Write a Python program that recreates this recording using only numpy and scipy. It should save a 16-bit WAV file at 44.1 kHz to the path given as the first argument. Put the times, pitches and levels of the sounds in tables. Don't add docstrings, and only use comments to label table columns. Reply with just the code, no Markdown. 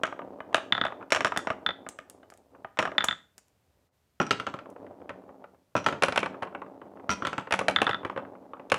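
import sys
import numpy as np
from scipy import signal
from scipy.fft import rfft, irfft, next_fast_len
from scipy.io import wavfile
from scipy.ndimage import uniform_filter1d, map_coordinates

SR = 44100
rng = np.random.default_rng(int(sys.argv[2]) if len(sys.argv) > 2 else 0)


def write(x):
    x = np.atleast_2d(x).T
    wavfile.write(sys.argv[1], SR, np.round(np.clip(x, -1, 1) * 32767).astype(np.int16))


N = 387198
TOP_HZ = 16300
RING = np.arange(SR // 4) / SR


# pitch_hz, density_db (per Hz)
AIR = [(15, -36.5), (25, -2.5), (70, 7.5), (263, -10), (309, -11), (405, -10.5), (1040, -15.5),
       (11300, -27), (14800, -26), (16000, -38.5)]
# time_s, change_db
BACKGROUND_DIP = [(3.87, 1.5), (3.905, -12), (3.94, 1)]
# pitch_hz, t60_s
ROOM_DECAY = [(150, .45), (600, 0.32), (3500, 0.31), (8000, .33), (15000, 0.04)]

# start_s, end_s, level_db, slowing_db_per_s
ROLLS = [(-.1, 1.034, -44, 4), (1.15, 2.45, -42.5, 15.5), (2.495, 2.58, -56.5, 2), (2.8, 2.92, -43, 4),
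         (3.35, 3.857, -77, -0.5), (4.3, 5.43, -49, 2.5), (5.86, 7.4, -42, 6.5), (7.603, 8.793, -42.5, 9.5)]
# pitch_hz, density_db (per Hz)
GROOVE = [(50, -27.5), (100, -4), (140, -13), (250, -3.5), (400, 1.5), (600, 1), (850, -3), (1200, -14),
          (2000, -29), (4000, -43), (9000, -54.5)]
# pitch_hz, width_hz, added_db
FRAME = [(200, 15, 6), (268.6, 18, 9), (336, 8, -10.5), (580, 18, -3)]

# time_s, level_db
GLASS_HITS = [(1.3745, -30.5), (1.8889, -36.5), (2.099, -45.5), (2.302, -50), (2.339, -56), (2.375, -60),
              (3.0441, -27.5), (3.3803, -48), (3.483, -68), (4.702, -60.5)]
# pitch_hz, density_db (per Hz)
GLASS_COLOUR = [(300, -3.5), (1500, 0), (2500, -2.5), (4000, -10), (7000, 1), (9500, -1.5), (12000, -13.5),
                (14500, -17.5), (16000, -26.5)]

# pitch_hz, density_db (per Hz)
BLOCK_BODY = [(50, -29.5), (100, -9), (250, 0), (600, 3), (1300, 7.5), (2000, 0), (3200, -7.5), (4200, -21),
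              (7500, -25.5), (10000, -34.5), (12500, -42.5), (16000, -47.5)]
BASIN_BODY = [(50, -21), (110, -0.5), (400, -8.5), (700, 5.5), (1000, -3.5), (1400, 8), (1900, -2),
              (2600, -7), (3500, -11), (4400, -42.5), (10000, -45.5), (16000, -56)]
TOWER_BODY = [(50, -61.5), (90, 1), (200, 6.5), (600, 2.5), (1400, 4.5), (1800, -3.5), (3000, -2),
              (4200, -13), (6000, -17.5), (9000, -27), (12000, -35), (16000, -44.5)]
TRACK_BODY = [(50, -50), (100, -1.5), (200, -3), (550, 2.5), (1100, 7), (1700, -4), (2700, -5.5),
              (4200, -22.5), (6500, -31.5), (10000, -39), (12500, -47.5), (16000, -65)]
# pitch_hz, t60_s
WOOD_DECAY = [(100, 0.14), (300, .1), (700, 0.063), (1500, 0.061), (3500, 0.034), (10000, .018)]
# pitch_hz, energy_db (against the whole crowd), t60_s
BLOCK_MODES = [(646.5, -6, 0.041), (1217, -7, 0.074), (2985, -21, 0.077), (6930, -41.5, .09)]
BASIN_MODES = [(1404, -7, 0.022), (1900, -2.5, 0.013), (3540, -15, 0.11), (3425, -19, 0.03),
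               (3520, -4, 0.025), (6900, -40.5, 0.047)]
TOWER_MODES = [(192, -15.5, 0.14), (292.6, -22, 0.43), (593, -6.5, 0.036), (985.5, -15.5, 0.16),
               (1343, -6.5, 0.038), (2466, -15.5, 0.023), (7650, -32.5, 0.05)]
TRACK_MODES = [(188.5, -16.5, 0.76), (555, -6, 0.045), (970, -17.5, 0.021), (1507, -11.5, 0.039),
               (2400, -30.5, 0.032), (6630, -42.5, 0.02), (9800, -38.5, .015)]
# pitch_hz, energy_db, t60_s
MOUTH_MODES = [(1375, -11, 0.08), (5690, -16.5, 0.051), (5850, -19, 0.073), (5990, -24.5, 0.065)]
# pitch_hz, energy_db, t60_s
CUBE_MODES = [(5550, -27.5, 0.031), (5560, -30, 0.033), (5800, -34, .05)]

# time_s, level_db, hardness_db (more is brighter)
BLOCK_KNOCKS = [(.0347, -19, 8), (.0489, -26.5, -16), (.0763, -32, -3), (.529, -38, 5), (.5452, -13, 9.5),
                (.5662, -32.5, 9.5), (.58, -27, -0.5), (.8512, -23, -1.5), (1.9885, -35.5, 10.5),
                (2.2311, -49.5, -4), (2.6469, -32, -17), (3.0409, -22, 7.5)]
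CUBE_KNOCKS = [(1.1053, -38, 19.5), (1.1217, -16, 12.5), (1.1292, -25, 16.5), (1.1483, -23.5, 13.5),
               (1.1614, -23.5, 10), (1.1692, -25.5, 2), (1.2071, -24, 5.5), (1.2476, -18.5, 11.5),
               (1.2571, -27, 5.5), (1.2711, -27.5, 3), (1.3215, -26, -7.5), (1.3629, -28, -2),
               (1.4721, -24.5, -6.5), (1.5034, -23.5, -7.5), (2.7731, -38, 3.5), (2.7896, -19, 6.5),
               (2.7958, -24, 2.5), (2.8268, -25.5, 2), (2.8537, -25.5, -3.5)]
TOWER_KNOCKS = [(4.3086, -16.5, 6.5), (4.399, -27.5, 0.5), (4.4671, -28, -2), (4.4722, -31.5, -4),
                (4.54, -30.5, -7), (4.5893, -38, -6), (5.8631, -16, -0.5), (5.8862, -23.5, 1),
                (5.9256, -27.5, -7.5), (7.2225, -26, -11), (7.2504, -24, -1.5), (7.2699, -25.5, 5),
                (7.33, -29, -5), (7.3804, -25.5, -1.5)]
TRACK_KNOCKS = [(5.0937, -35, 2), (6.0231, -19, 14.5), (6.035, -15, 15.5), (6.0839, -22.5, 8),
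                (6.1237, -27.5, 12), (6.16, -24, 13), (6.1765, -16.5, 14.5), (6.2306, -22.5, 0),
                (6.2602, -27.5, 3), (6.4239, -28.5, -2), (6.4306, -29.5, 1.5), (7.509, -27, 9),
                (7.5237, -19, 13.5), (7.5387, -19.5, 14), (7.5912, -23, 16), (7.6121, -24.5, -15),
                (7.6835, -16, 13.5), (7.8177, -16.5, 9.5), (7.876, -24, -3), (7.8936, -22.5, 4),
                (8.0498, -26.5, -3), (8.0989, -29, -5.5), (8.1761, -27, -9.5), (8.7002, -39, 28),
                (8.7189, -15, 12.5), (8.7424, -24, 14)]
# time_s, level_db, hardness_db, first_flight_s, loss_per_bounce_db
BASIN_LANDINGS = [(.7233, -15.5, 10.5, .0271, 10.5), (.7788, -24.5, -8, 0.0084, 20),
                  (.8133, -19.5, 0, 0.025, 5.5), (.8663, -27, 0, 0.016, 10.5),
                  (1.3734, -23.5, -6, .017, 9.5), (1.6634, -19, 10, 0.026, 6),
                  (2.9814, -15, 12.5, 0.025, 8.5), (3.0854, -19, 9, .0251, 5.5),
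                  (7.7614, -15.5, 6.5, 0.025, 8.5), (7.8673, -20, -4, 0.022, 14.5),
                  (7.9107, -27.5, 5.5, 0.021, -1)]
TOWER_DROPS = [(4.2008, -18, -15.5, .0137, 7.9), (5.7528, -17.5, -12.5, 0.012, 6.3),
               (7.0932, -20.5, -4.5, .0102, 3.6)]
# time_s, level_db
BORE_TOUCHES = [(4.2664, -37), (4.2927, -48.5), (5.8427, -39)]
# time_s, level_db
BLOCK_JOINTS = [(.1261, -32.5), (.1923, -32.5), (.4046, -32.5), (.9226, -33.5), (1.027, -38), (1.8655, -35),
                (2.3215, -47), (2.8749, -28), (2.9182, -34.5)]
TRACK_JOINTS = [(4.8664, -48), (5.1043, -36.5), (5.4417, -41), (6.4721, -40.5), (6.5494, -32),
                (6.6189, -34), (6.8164, -42.5), (6.998, -48.5), (7.4724, -36), (8.0325, -38), (8.1631, -32),
                (8.5349, -35.5), (8.5973, -41.5)]

ROLL_ATTACK_S, ROLL_RELEASE_DB_PER_S = 0.022, 93.5
GRAZE_GAP_S, GRAZE_LOSS_DB, GRAZE_HARDER_DB = .011, 18, 8
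FULL_KNOCK_DB, GRAZE_FADE = -20.5, 0.19
BASIN_SHRINK, BASIN_SOFTER_DB = .64, 9.5
BORE_SHRINK, BORE_HARDER_DB = 0.99, 14.5
CLACK_SHARE, TOP_LOSS_DB = 0.53, 6
SPOT_COLOUR_DB, SPOT_MODE_DB = 2.2, 2.5


def amp(db):
    return 10 ** (np.asarray(db) / 20)


def unit(x):
    return x / np.sqrt(np.mean(x ** 2) + 1e-20)


def along(points, hz):
    pitch_hz, value = np.transpose(points)
    return np.interp(np.log(hz + 1), np.log(pitch_hz), value)


def filtered(x, gain):
    size = next_fast_len(len(x) + 8192)
    spectrum = rfft(x, size) * gain(np.fft.rfftfreq(size, 1 / SR))
    return irfft(spectrum, size)[:len(x)]


def coloured(x, colour):
    return unit(filtered(x, lambda hz: amp(along(colour, hz))))


def wobble(rate):
    points = rng.standard_normal(int(N * rate / SR) + 4)
    return map_coordinates(points, [np.arange(N) * rate / SR])


def add(out, s, db, sound):
    head = np.sqrt(np.mean(sound[:int(.007 * SR)] ** 2))
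    place = out[max(round(s * SR), 0):][:len(sound)]
    place += amp(db) / head * sound[:len(place)]


def background():
    level_db = -72.5 + np.interp(np.arange(N) / SR, *np.transpose(BACKGROUND_DIP))
    return amp(level_db) * coloured(rng.standard_normal(N), AIR)


def room(x, count=70):
    out = np.zeros(N + SR)
    for part in np.array_split(np.arange(N), count):
        hz, t, noise = signal.stft(rng.standard_normal(SR // 2), SR, nperseg=256)
        fade = amp(-60 * t / along(ROOM_DECAY, hz)[:, None])
        tail = signal.istft(noise * fade, SR, nperseg=256)[1]
        tail *= 1 - np.exp(-(np.arange(len(tail)) / SR / 0.012) ** 2)
        answer = signal.fftconvolve(x[part], tail / np.linalg.norm(tail))
        out[part[0]:][:len(answer)] += answer
    return out[:N]


def roll_level(t):
    power = 1e-12
    for start, end, db, slowing in ROLLS:
        level_db = db - slowing * np.maximum(t - start, 0)
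        level_db = level_db - ROLL_RELEASE_DB_PER_S * np.maximum(t - end, 0)
        attack = np.clip((t - start) / ROLL_ATTACK_S, 0, 1)
        power = power + (attack * amp(level_db)) ** 2
    return 10 * np.log10(power)


def frame_gain(hz):
    gain = 1
    for centre, width, db in FRAME:
        gain = gain + amp(db) * 1j * hz * width / (centre ** 2 - hz ** 2 + 1j * hz * width)
    return gain


def rolling(bumps_per_s, scatter_db, sway_db):
    level_db = roll_level(np.arange(N) / SR)
    happens = rng.random(N) < bumps_per_s / SR
    bumps = happens * rng.standard_normal(N) * amp(scatter_db * rng.standard_normal(N))
    rumble = coloured(filtered(bumps, frame_gain), GROOVE)
    return amp(level_db + sway_db * wobble(rate=22)) * rumble


def glass(t60, rebound_db, rebound_t60):
    out = np.zeros(N)
    shape = amp(-60 * RING / t60) + amp(rebound_db - 60 * RING / rebound_t60)
    for s, db in GLASS_HITS:
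        add(out, s, db, shape * coloured(rng.standard_normal(len(RING)), GLASS_COLOUR))
    return out


def touching(rows, hard_db):
    return [(s, db, hard_db) for s, db in rows]


def jolts(lift_db, scatter_db, hard_db, count=48):
    times = rng.uniform(0, (N - 1) / SR, count)
    levels = roll_level(times) + lift_db + scatter_db * rng.standard_normal(count)
    return touching(zip(times, levels), hard_db)


def bouncing(landings, shrink, harder_db, count):
    hits = []
    for s, db, hard_db, flight, loss_db in landings:
        hits.append((s, db, hard_db))
        delays = np.cumsum(flight * shrink ** np.arange(count))
        for k, delay in enumerate(delays, 1):
            hits.append((s + delay, db - k * loss_db, hard_db + harder_db))
    return hits


def grazing(knocks, count=2):
    hits = list(knocks)
    for s, db, hard_db in knocks:
        loss_db = GRAZE_LOSS_DB + GRAZE_FADE * (FULL_KNOCK_DB - db)
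        gaps = GRAZE_GAP_S * np.exp(0.27 * rng.standard_normal(count))
        for k, delay in enumerate(np.cumsum(gaps)):
            hits.append((s + delay, db - loss_db - 4 * k, hard_db + GRAZE_HARDER_DB))
    return hits


def snap(colour, size):
    doublet = np.fft.fftshift(irfft(1j * colour(np.fft.rfftfreq(size, 1 / SR)))) * np.hanning(size)
    return np.pad(doublet / np.linalg.norm(doublet), (0, len(RING) - size))


def ringing(hz, t60, rise):
    t, hz, t60 = (np.asarray(v, "float32") for v in (RING, hz[:, None], t60[:, None]))
    press = 1 - np.exp(-(t / rise) ** 2)
    fade = np.exp(np.maximum(-float(np.log(1000)) * t / t60, -30))
    return press * np.sin(2 * np.pi * hz * t) * fade / np.sqrt(t60)


def hardness_gain(hz, hard_db):
    curve = [(1100, 0), (2700, CLACK_SHARE * hard_db), (6000, hard_db), (10000, hard_db),
             (14000, hard_db - TOP_LOSS_DB), (17000, -17.5)]
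    return amp(along(curve, hz))


def wood(hits, body, modes, damping, alike, snap_db, count=560, size=128):
    crowd_hz = np.linspace(np.sqrt(50), np.sqrt(TOP_HZ), count) ** 2 * rng.uniform(.994, 1.006, count)
    crowd = amp(along(body, crowd_hz)) * np.sqrt(np.sqrt(crowd_hz))
    crowd /= np.linalg.norm(crowd)
    crowd_t60 = along(WOOD_DECAY, crowd_hz) / damping * np.exp(.25 * rng.standard_normal(count))
    mode_hz, mode_db, mode_t60 = np.transpose(modes)
    hz = np.r_[crowd_hz, mode_hz]
    bank = ringing(hz, np.r_[crowd_t60, mode_t60], rise=0.00027)
    usual = rng.standard_normal(count)
    lead = size // 2
    out = np.zeros(N)
    for s, db, hard_db in hits:
        spot = np.sqrt(alike) * usual + np.sqrt(1 - alike) * rng.standard_normal(count)
        spot *= amp(SPOT_COLOUR_DB * unit(uniform_filter1d(rng.standard_normal(count), size=40)))
        mode_strength = amp(mode_db + SPOT_MODE_DB * rng.standard_normal(len(modes)))
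        strength = np.r_[crowd * spot, mode_strength] * hardness_gain(hz, hard_db)
        ring = strength.astype(bank.dtype) @ bank
        click = snap(lambda f: hardness_gain(f, hard_db) * amp(along(body, f)), size)
        click *= amp(snap_db) * np.linalg.norm(ring)
        add(out, s - lead / SR, db, click + np.pad(ring, (lead, 0))[:len(RING)])
    return out


def scene():
    air = background()
    roll = rolling(bumps_per_s=1100, scatter_db=2.5, sway_db=1.5)
    clicks = amp(-1) * glass(t60=0.0023, rebound_db=-18.5, rebound_t60=0.059)

    block_hits = grazing(BLOCK_KNOCKS) + touching(BLOCK_JOINTS, hard_db=-12)
    blocks = amp(-2.0) * wood(block_hits, BLOCK_BODY, BLOCK_MODES, damping=2.1, alike=0.11, snap_db=-10.5)

    cube = wood(grazing(CUBE_KNOCKS), BLOCK_BODY, BLOCK_MODES + CUBE_MODES,
                damping=1.3, alike=0.095, snap_db=-4)

    basin_hits = bouncing(BASIN_LANDINGS, BASIN_SHRINK, -BASIN_SOFTER_DB, count=2)
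    basin = amp(-1.0) * wood(basin_hits, BASIN_BODY, BASIN_MODES, damping=1.5, alike=0.77, snap_db=-16)

    drop_hits = bouncing(TOWER_DROPS, BORE_SHRINK, BORE_HARDER_DB, count=4)
    drop_hits += touching(BORE_TOUCHES, hard_db=7.5)
    drops = wood(drop_hits, TOWER_BODY, TOWER_MODES + MOUTH_MODES, damping=0.95, alike=0.16, snap_db=-24.5)
    knocks = wood(grazing(TOWER_KNOCKS), TOWER_BODY, TOWER_MODES, damping=0.9, alike=0.34, snap_db=-14.5)
    tower = amp(-1.37) * (drops + knocks)

    track_hits = grazing(TRACK_KNOCKS) + touching(TRACK_JOINTS, hard_db=-11.5)
    track_hits += jolts(lift_db=3.5, scatter_db=2.5, hard_db=-22)
    track = amp(-1.0) * wood(track_hits, TRACK_BODY, TRACK_MODES, damping=1.2, alike=0.095, snap_db=-7)

    sent = amp(-16.5) * blocks + amp(-18.5) * cube + amp(-19.5) * basin
    sent += amp(-14.5) * tower + amp(-17) * track + amp(-16) * clicks
    return (air + room(sent) + roll + clicks + blocks + cube + basin + tower + track)[None]


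def record(dry):
    bass_cut = signal.butter(4, 66, "highpass", fs=SR, output="sos")
    thinned = signal.sosfilt(bass_cut, dry[0])
    return filtered(thinned, lambda hz: hz < TOP_HZ)[None]


dry = scene()
out = record(dry)
write(out)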